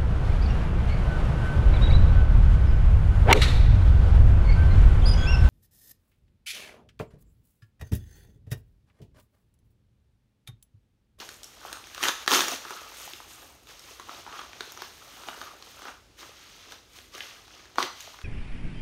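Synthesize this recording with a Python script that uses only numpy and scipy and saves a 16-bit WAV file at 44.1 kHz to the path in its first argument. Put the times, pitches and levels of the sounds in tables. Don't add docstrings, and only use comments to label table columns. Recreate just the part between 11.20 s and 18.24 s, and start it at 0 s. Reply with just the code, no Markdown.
import sys
import numpy as np
from scipy import signal
from scipy.fft import rfft, irfft
from scipy.io import wavfile
from scipy.ndimage import uniform_filter1d

SR = 44100
rng = np.random.default_rng(int(sys.argv[2]) if len(sys.argv) > 2 else 0)


def transcribe(signal):
    frames = np.atleast_2d(signal).T
    limited = np.clip(frames, -1, 1)
    pcm = np.round(limited * 32767).astype(np.int16)
    wavfile.write(sys.argv[1], SR, pcm)


N = 310464


def gain_of(db):
    return 10 ** (np.asarray(db) / 20)


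def evened(x):
    return x / np.sqrt(np.mean(x ** 2) + 1e-20)


def read(points, hz):
    point_hz, value = np.transpose(points)
    return np.interp(np.log(hz + 1), np.log(point_hz + 1), value)


def add(mix, start, sound):
    part = mix[round(start * SR):][:len(sound)]
    part += sound[:len(part)]


def causal(points, size=4096):
    hz = abs(np.fft.fftfreq(size, 1 / SR))
    log_gain = np.log(gain_of(np.maximum(read(points, hz), -80)))
    spectrum = np.exp(np.conj(signal.hilbert(log_gain)))
    return np.fft.ifft(spectrum).real[:size // 4]


# frequency in Hz, relative density in dB per Hz.
RUMBLE_SPECTRUM = [(25, -31), (45, 2.5), (100, -2), (170, -10.5), (350, -7), (1200, -19), (3000, -19),
                   (6500, -21), (8000, -27), (16000, -36)]
RUMBLE_DB = -60


def rumble():
    hz = np.fft.rfftfreq(N, 1 / SR)
    spectrum = rfft(rng.standard_normal(N)) * gain_of(read(RUMBLE_SPECTRUM, hz))
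    return gain_of(RUMBLE_DB) * evened(irfft(spectrum, N))


# delay in seconds, gain in dB.
NEAR_BOUNCES = [(.0024, -29), (.0048, -30)]
# frequency in Hz, time to fall by 60 dB in seconds.
WALL_DECAY = [(250, 0.22), (1000, 0.43), (4000, 0.5), (12000, 0.54)]


def room(x):
    taps = np.zeros(SR)
    at = np.arange(200, SR - 20, 20)
    taps[at + rng.integers(0, 20, len(at))] = rng.choice([-1., 1.], len(at))
    hz, t, bands = signal.stft(taps, SR, nperseg=256)
    swell = 1 - np.exp(-t / 0.0043)
    far_wall = 1 + 0.28 * np.exp(-((t - .03) / 0.0058) ** 2)
    decay = gain_of(-60 * t / read(WALL_DECAY, hz)[:, None])
    tail = signal.istft(bands * (swell * far_wall) * decay, SR, nperseg=256)[1]
    tail *= gain_of(-4.5) / np.linalg.norm(tail)
    dull = signal.windows.hann(9) / 4
    for delay, db in NEAR_BOUNCES:
        add(tail, delay, gain_of(db) * dull)
    return signal.fftconvolve(x, tail)[:N]


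def jump(hz, cycles, sag, turn):
    u = np.arange(400) / SR * hz / cycles
    swing = cycles * (u + sag * (1 - np.exp(-3 * u))) + turn
    return u * np.exp(1 - 3 * u) * np.sin(2 * np.pi * swing)


# frequency in Hz, relative gain in dB per Hz.
PICKUP_COLOUR = [(70, -18.5), (200, -9.5), (360, -4), (700, -1.5), (1300, -1.5), (2300, -4.5), (3200, -2.5),
                 (4800, -6), (6400, -6), (7500, -18.5), (8800, -16.5), (10500, -23.5), (11800, -17.5),
                 (16000, -25)]


def folds(lo_hz, hi_hz, per_s, spread_db, cycles, clump_db, count=16):
    happens = rng.random(N) < per_s / SR
    size = happens * gain_of(spread_db * np.minimum(rng.exponential(1, N), 5))
    clumps = evened(uniform_filter1d(rng.standard_normal(N), size=500))
    size *= gain_of(clump_db * clumps)
    kind, out = rng.integers(0, count, N), np.zeros(N)
    for k, hz in enumerate(np.geomspace(lo_hz, hi_hz, count)):
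        grain = jump(hz, cycles, 0.19, rng.random())
        grain *= np.sqrt(hz) / np.linalg.norm(grain)
        out += signal.oaconvolve(size * (kind == k), grain)[:N]
    return evened(signal.oaconvolve(out, causal(PICKUP_COLOUR))[:N])


HAND_MOVES = [(0.0, .01, 0.0037, 0.082, -41.5, -1.5, -6, -9),
              (0.044, .05, 0.068, 0.18, -53, -5.5, -7, -2.5), (0.242, 0.093, 0.17, .2, -57, -5.5, -7, -6.5),
              (0.457, 0.12, 0.087, 0.22, -50.5, -3, -0.5, -5), (0.65, .1, 0.065, .1, -53.5, -10, -12, -9),
              (0.754, 0.087, 0.079, .05, -50, -8.5, -1, -5),
              (0.834, 0.039, 0.055, 0.044, -31.5, -8.5, -3, -7),
              (1.02, 0.17, .015, 0.041, -46.5, -8, -5, -7.5), (1.084, 0.011, .02, 0.044, -35, -2, -18, -4),
              (1.127, 0.032, 0.034, .14, -24, -4, -6, -6.5), (1.32, 0.11, 0.013, 0.073, -35, -4, -8, -5.5),
              (1.42, 0.07, 0.045, 0.18, -50, -6, -2, -8), (1.51, 0.12, 0.018, 0.49, -46, -5, -5, -8),
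              (1.806, 0.28, 0.042, 0.42, -47, -9, -8.5, -3), (2.106, 0.071, .01, 0.23, -53, -11, -10, 0.5),
              (2.217, 0.2, 0.011, 0.29, -55.5, -2, -3, -1), (2.489, .035, .01, 0.24, -51, -8, -7, -6.5),
              (2.7, 0.26, .015, 0.18, -50.5, -8.5, -7.5, -5), (2.81, 0.067, .005, .12, -55, -5, -4, -14),
              (2.91, 0.16, 0.087, 0.15, -49, -3.5, -5.5, -8.5), (3.08, 0.039, 0.094, 0.17, -57, 4, 3, -14),
              (3.19, 0.19, 0.0092, 0.18, -46.5, -4.5, -3.5, -10.5),
              (3.394, 0.25, 0.12, 0.26, -51.5, -4.5, -7.5, -9.5),
              (3.62, 0.099, 0.004, 0.18, -47, -9, -7, -11), (4.006, 1, .02, 0.25, -51, -6, -5, -4),
              (4.081, 0.062, 0.0066, 0.16, -49, 2, 2, -4.5), (4.212, 0.21, 0.017, 0.26, -49, -1, -3, -7),
              (4.47, .3, 0.16, 0.22, -54, -6, -8, -6), (4.685, 0.14, .005, 0.091, -48.5, 0.5, 3, -10),
              (4.989, 0.023, 0.024, 0.22, -48, -6.5, -6.5, -8),
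              (5.194, 0.24, 0.26, 0.33, -53.5, -13, -8.5, -11),
              (5.519, 0.096, .005, 0.11, -49, -5, -9, -10), (5.764, 0.1, 0.0058, 0.23, -52, -16, -8, -5.5),
              (5.939, 0.031, 0.14, 0.28, -48, -9.5, -6.5, -9),
              (6.327, 0.19, 0.0091, 0.6, -53.5, -7, -7, -13),
              (6.591, 0.023, 0.038, 0.075, -37, 0.5, -10, -9.5),
              (6.803, 0.14, 0.0084, 0.44, -47, -13.5, -10, -9.5)]
SWING_DB = 20


def handling():
    t = np.arange(0, N, 64)[:, None] / SR
    full, rise, hold, fall, crinkle_db, *above_db = np.transpose(HAND_MOVES)
    before = np.maximum(full - t, 0) / abs(rise)
    after = np.maximum(t - full - hold, 0) / abs(fall)
    power = gain_of(2 * (crinkle_db - SWING_DB * (before + after)))
    gains = []
    for db in (0 * full, *above_db):
        coarse = np.sqrt(power @ gain_of(2 * db))
        gains.append(np.interp(np.arange(N) / SR, t[:, 0], coarse))
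    return gains


# resonance in Hz, width in Hz.
POUCH_AIR = (1230, 260)


def rustle():
    large = folds(147.7, 888, per_s=1500, spread_db=2.5, cycles=2.36, clump_db=3.0)
    knocks = folds(971, 1516, per_s=700, spread_db=2.5, cycles=3.47, clump_db=1.5)
    hz, width = POUCH_AIR
    air = signal.lfilter(*signal.iirpeak(hz, hz / width, SR), knocks)
    pouch = evened(knocks + gain_of(-2.0) * air)
    crinkle = folds(1730, 6830, per_s=4000, spread_db=0.0, cycles=2.5, clump_db=0.5)
    fine = folds(6500, 18400, per_s=6000, spread_db=2.5, cycles=3.36, clump_db=1.3)
    layers = (crinkle, large, pouch, fine)
    return sum(gain * layer for gain, layer in zip(handling(), layers))


# start in seconds, length in seconds, RMS level in dB before the
# fades, ring at the start in Hz, ring at the end in Hz.
FINGER_SCRAPES = [(1.44, 0.27, -46.5, 1320, 1230), (3.054, 0.21, -45.5, 1150, 1230),
                  (4.09, .1, -49.5, 1410, 1380), (4.208, .15, -46.5, 1260, 1160)]
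SCRAPE_WIDTH_HZ, SLIPS_PER_S, SCRAPE_FADE_DB = 120, 1500, -6


def scrape(start, length, db, from_hz, to_hz):
    u = np.arange(0, length, 1 / SR) / length
    slips = rng.standard_normal(len(u)) * (rng.random(len(u)) < SLIPS_PER_S / SR)
    turn = np.exp(2j * np.pi * np.cumsum(from_hz + (to_hz - from_hz) * u) / SR)
    r = np.exp(-np.pi * SCRAPE_WIDTH_HZ / SR)
    ring = (turn * signal.lfilter([1], [1, -r], slips / turn)).real
    fade = gain_of(db + SCRAPE_FADE_DB * u) * np.sin(np.pi * u) ** .3
    return start, fade * evened(ring)


# mean frequency in Hz, width in Hz,
# mean level in dB relative to the flip.
SHEET_MODES = [(374, 74, -15), (824, 120, -15), (1230, 420, -16)]


def sheet_ring(flip_db, draw):
    t = np.arange(1500) / SR
    ring = np.zeros(len(t))
    for k, (hz, width, db) in enumerate(SHEET_MODES):
        mode_hz = hz * (1 + 0.091 * draw[3 + k])
        mode = np.sin(2 * np.pi * mode_hz * t) * np.exp(-np.pi * width * t)
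        ring += gain_of(flip_db + db + 2.3 * draw[7 + k]) * mode
    return ring


# time in seconds, peak of the patch's flip in dB, pitch the flip sags
# towards in Hz, peak of the ridge's click in dB, peak of the fibres' crack in dB (peaks before the high-pass).
CREASE_SNAPS = [(0.0907, -31.5, 1500, -33, -32), (0.142, -58.5, 1810, -47, -36.5),
                (0.233, -46, 1500, -33, -30.5), (0.243, -55, 1310, -47, -31), (0.451, -28, 860, -51, -48),
                (0.4833, -37, 1270, -37, -48), (0.5288, -31, 1390, -24.5, -27),
                (0.571, -33.5, 940, -51, -45), (0.641, -47, 1820, -34, -52), (0.671, -40, 1440, -55, -34.5),
                (0.7475, -38, 1430, -29, -31.5), (0.7795, -26.5, 1160, -30, -34),
                (0.8293, -16.5, 1460, -16.5, -22), (0.837, -19.5, 1080, -12, -23),
                (0.8544, -15, 1590, -20, -28), (0.8846, -19, 1060, -9.5, -16),
                (0.8913, -14.5, 1120, -18, -28), (1.0629, -32, 1220, -30, -31),
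                (1.078, -10, 1230, -9, -16.5), (1.1099, -19, 1110, -16, -16),
                (1.1173, -12, 1060, -8.5, -16), (1.1367, -12, 1090, -10, -18),
                (1.1479, -22, 1610, -12, -12), (1.158, -15, 1300, -22, -16), (1.1923, -14, 1110, -15, -27),
                (1.2069, -16.5, 980, -12, -15), (1.2197, -17.5, 1400, -28, -27),
                (1.2826, -24, 930, -21, -19), (1.317, -30, 806, -30, -28), (1.337, -30, 316, -40, -40),
                (1.4517, -28, 1230, -34, -42), (1.483, -34, 1410, -42, -45),
                (1.5073, -24.5, 1230, -44, -32), (1.77, -50, 1320, -39, -36.5),
                (1.8772, -35, 710, -40, -42), (1.935, -29, 2050, -23.5, -37), (2.003, -33, 950, -55, -48),
                (2.434, -59, 1300, -55, -44), (2.4717, -52, 600, -39.5, -47),
                (2.5942, -55, 910, -40, -36.5), (2.64, -48, 420, -50, -47), (2.71, -43, 400, -50, -50),
                (2.798, -30.5, 1130, -35.5, -36), (2.8935, -27.5, 1130, -36, -50),
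                (2.9481, -44, 1110, -33, -47), (3.065, -32.5, 1020, -39, -50), (3.127, -33, 1290, -37, -49),
                (3.1924, -32, 1100, -32, -43), (3.2158, -30.5, 1150, -39, -50),
                (3.3323, -32.5, 1680, -39, -45), (3.4076, -21, 1530, -20, -32),
                (3.521, -36.5, 1060, -47, -31), (3.5745, -33.5, 1140, -41, -35),
                (3.6207, -24, 1140, -26.5, -31), (4.036, -35, 1190, -35, -53),
                (4.0867, -22.5, 1210, -25.5, -40), (4.2151, -30, 1110, -33, -37),
                (4.425, -42, 1120, -30.5, -43), (4.592, -37, 1120, -48, -40), (4.6201, -34, 1450, -36, -40),
                (4.654, -29.5, 1180, -46, -45), (4.6836, -29, 1300, -37, -44),
                (5.0297, -33.5, 1140, -48, -44), (5.093, -41.5, 450, -55, -55),
                (5.1173, -42, 1170, -57, -54), (5.5219, -36, 1480, -32.5, -39),
                (5.788, -35, 1710, -32, -54), (5.9506, -38.5, 400, -32, -35.5),
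                (5.9805, -31, 1630, -42, -34), (6.0065, -29, 1810, -23, -50), (6.28, -45, 1220, -43, -49),
                (6.396, -44, 1550, -44.5, -54), (6.4556, -42.5, 1520, -45, -45),
                (6.558, -34, 1290, -37, -38), (6.5842, -7, 950, -17.5, -38), (6.6038, -21, 1040, -24, -41),
                (6.6276, -20, 1710, -13.5, -23), (6.8063, -52, 1200, -33, -31.5),
                (6.8755, -35, 586, -57, -51), (6.9424, -39, 1050, -55, -51), (6.989, -34, 1360, -44, -56),
                (7.016, -39, 1340, -37, -47)]
RIDGE_HZ, RIDGE_SCATTER = 3390, 0.1


def snaps():
    out, t = np.zeros(N), np.arange(400) / SR
    treble = causal([(4000, -30), (5600, 0), (6600, 0), (7500, -10), (16000, -17)])
    chance = rng.standard_normal((len(CREASE_SNAPS), 800))
    for (s, flip_db, flip_hz, click_db, crack_db), draw in zip(CREASE_SNAPS, chance):
        flip = jump(flip_hz, 1.27, 0.17, 0.23 * draw[0])
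        click = jump(RIDGE_HZ * (1 + RIDGE_SCATTER * draw[1]), 1.88, 0.016, 0.49 * draw[2])
        crack = np.convolve(draw[:400] * np.exp(-t / .0006), treble)[:400]
        parts = ((flip_db, flip), (click_db, click), (crack_db, crack))
        snap = sum(gain_of(db) * part / abs(part).max() for db, part in parts)
        settling = gain_of(-21.5) * draw[400:] * np.exp(-t / 0.0031)
        add(out, s - .0002, snap)
        add(out, s + .0004, np.convolve(snap, settling))
        add(out, s + 0.00066, sheet_ring(flip_db, draw))
    return signal.sosfilt(signal.butter(2, 230, "highpass", fs=SR, output="sos"), out)


def scene():
    soft, sharp = rustle(), snaps()
    for row in FINGER_SCRAPES:
        add(soft, *scrape(*row))
    echoes = room(sharp + gain_of(-5.5) * soft)
    return (soft + sharp + echoes + rumble())[None]


EDGE_HZ = 15750


def record(dry):
    low_pass = signal.firwin(511, EDGE_HZ, window=("kaiser", 9), fs=SR)
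    return signal.oaconvolve(dry, low_pass[None], "same")


dry = scene()
out = record(dry)
transcribe(out)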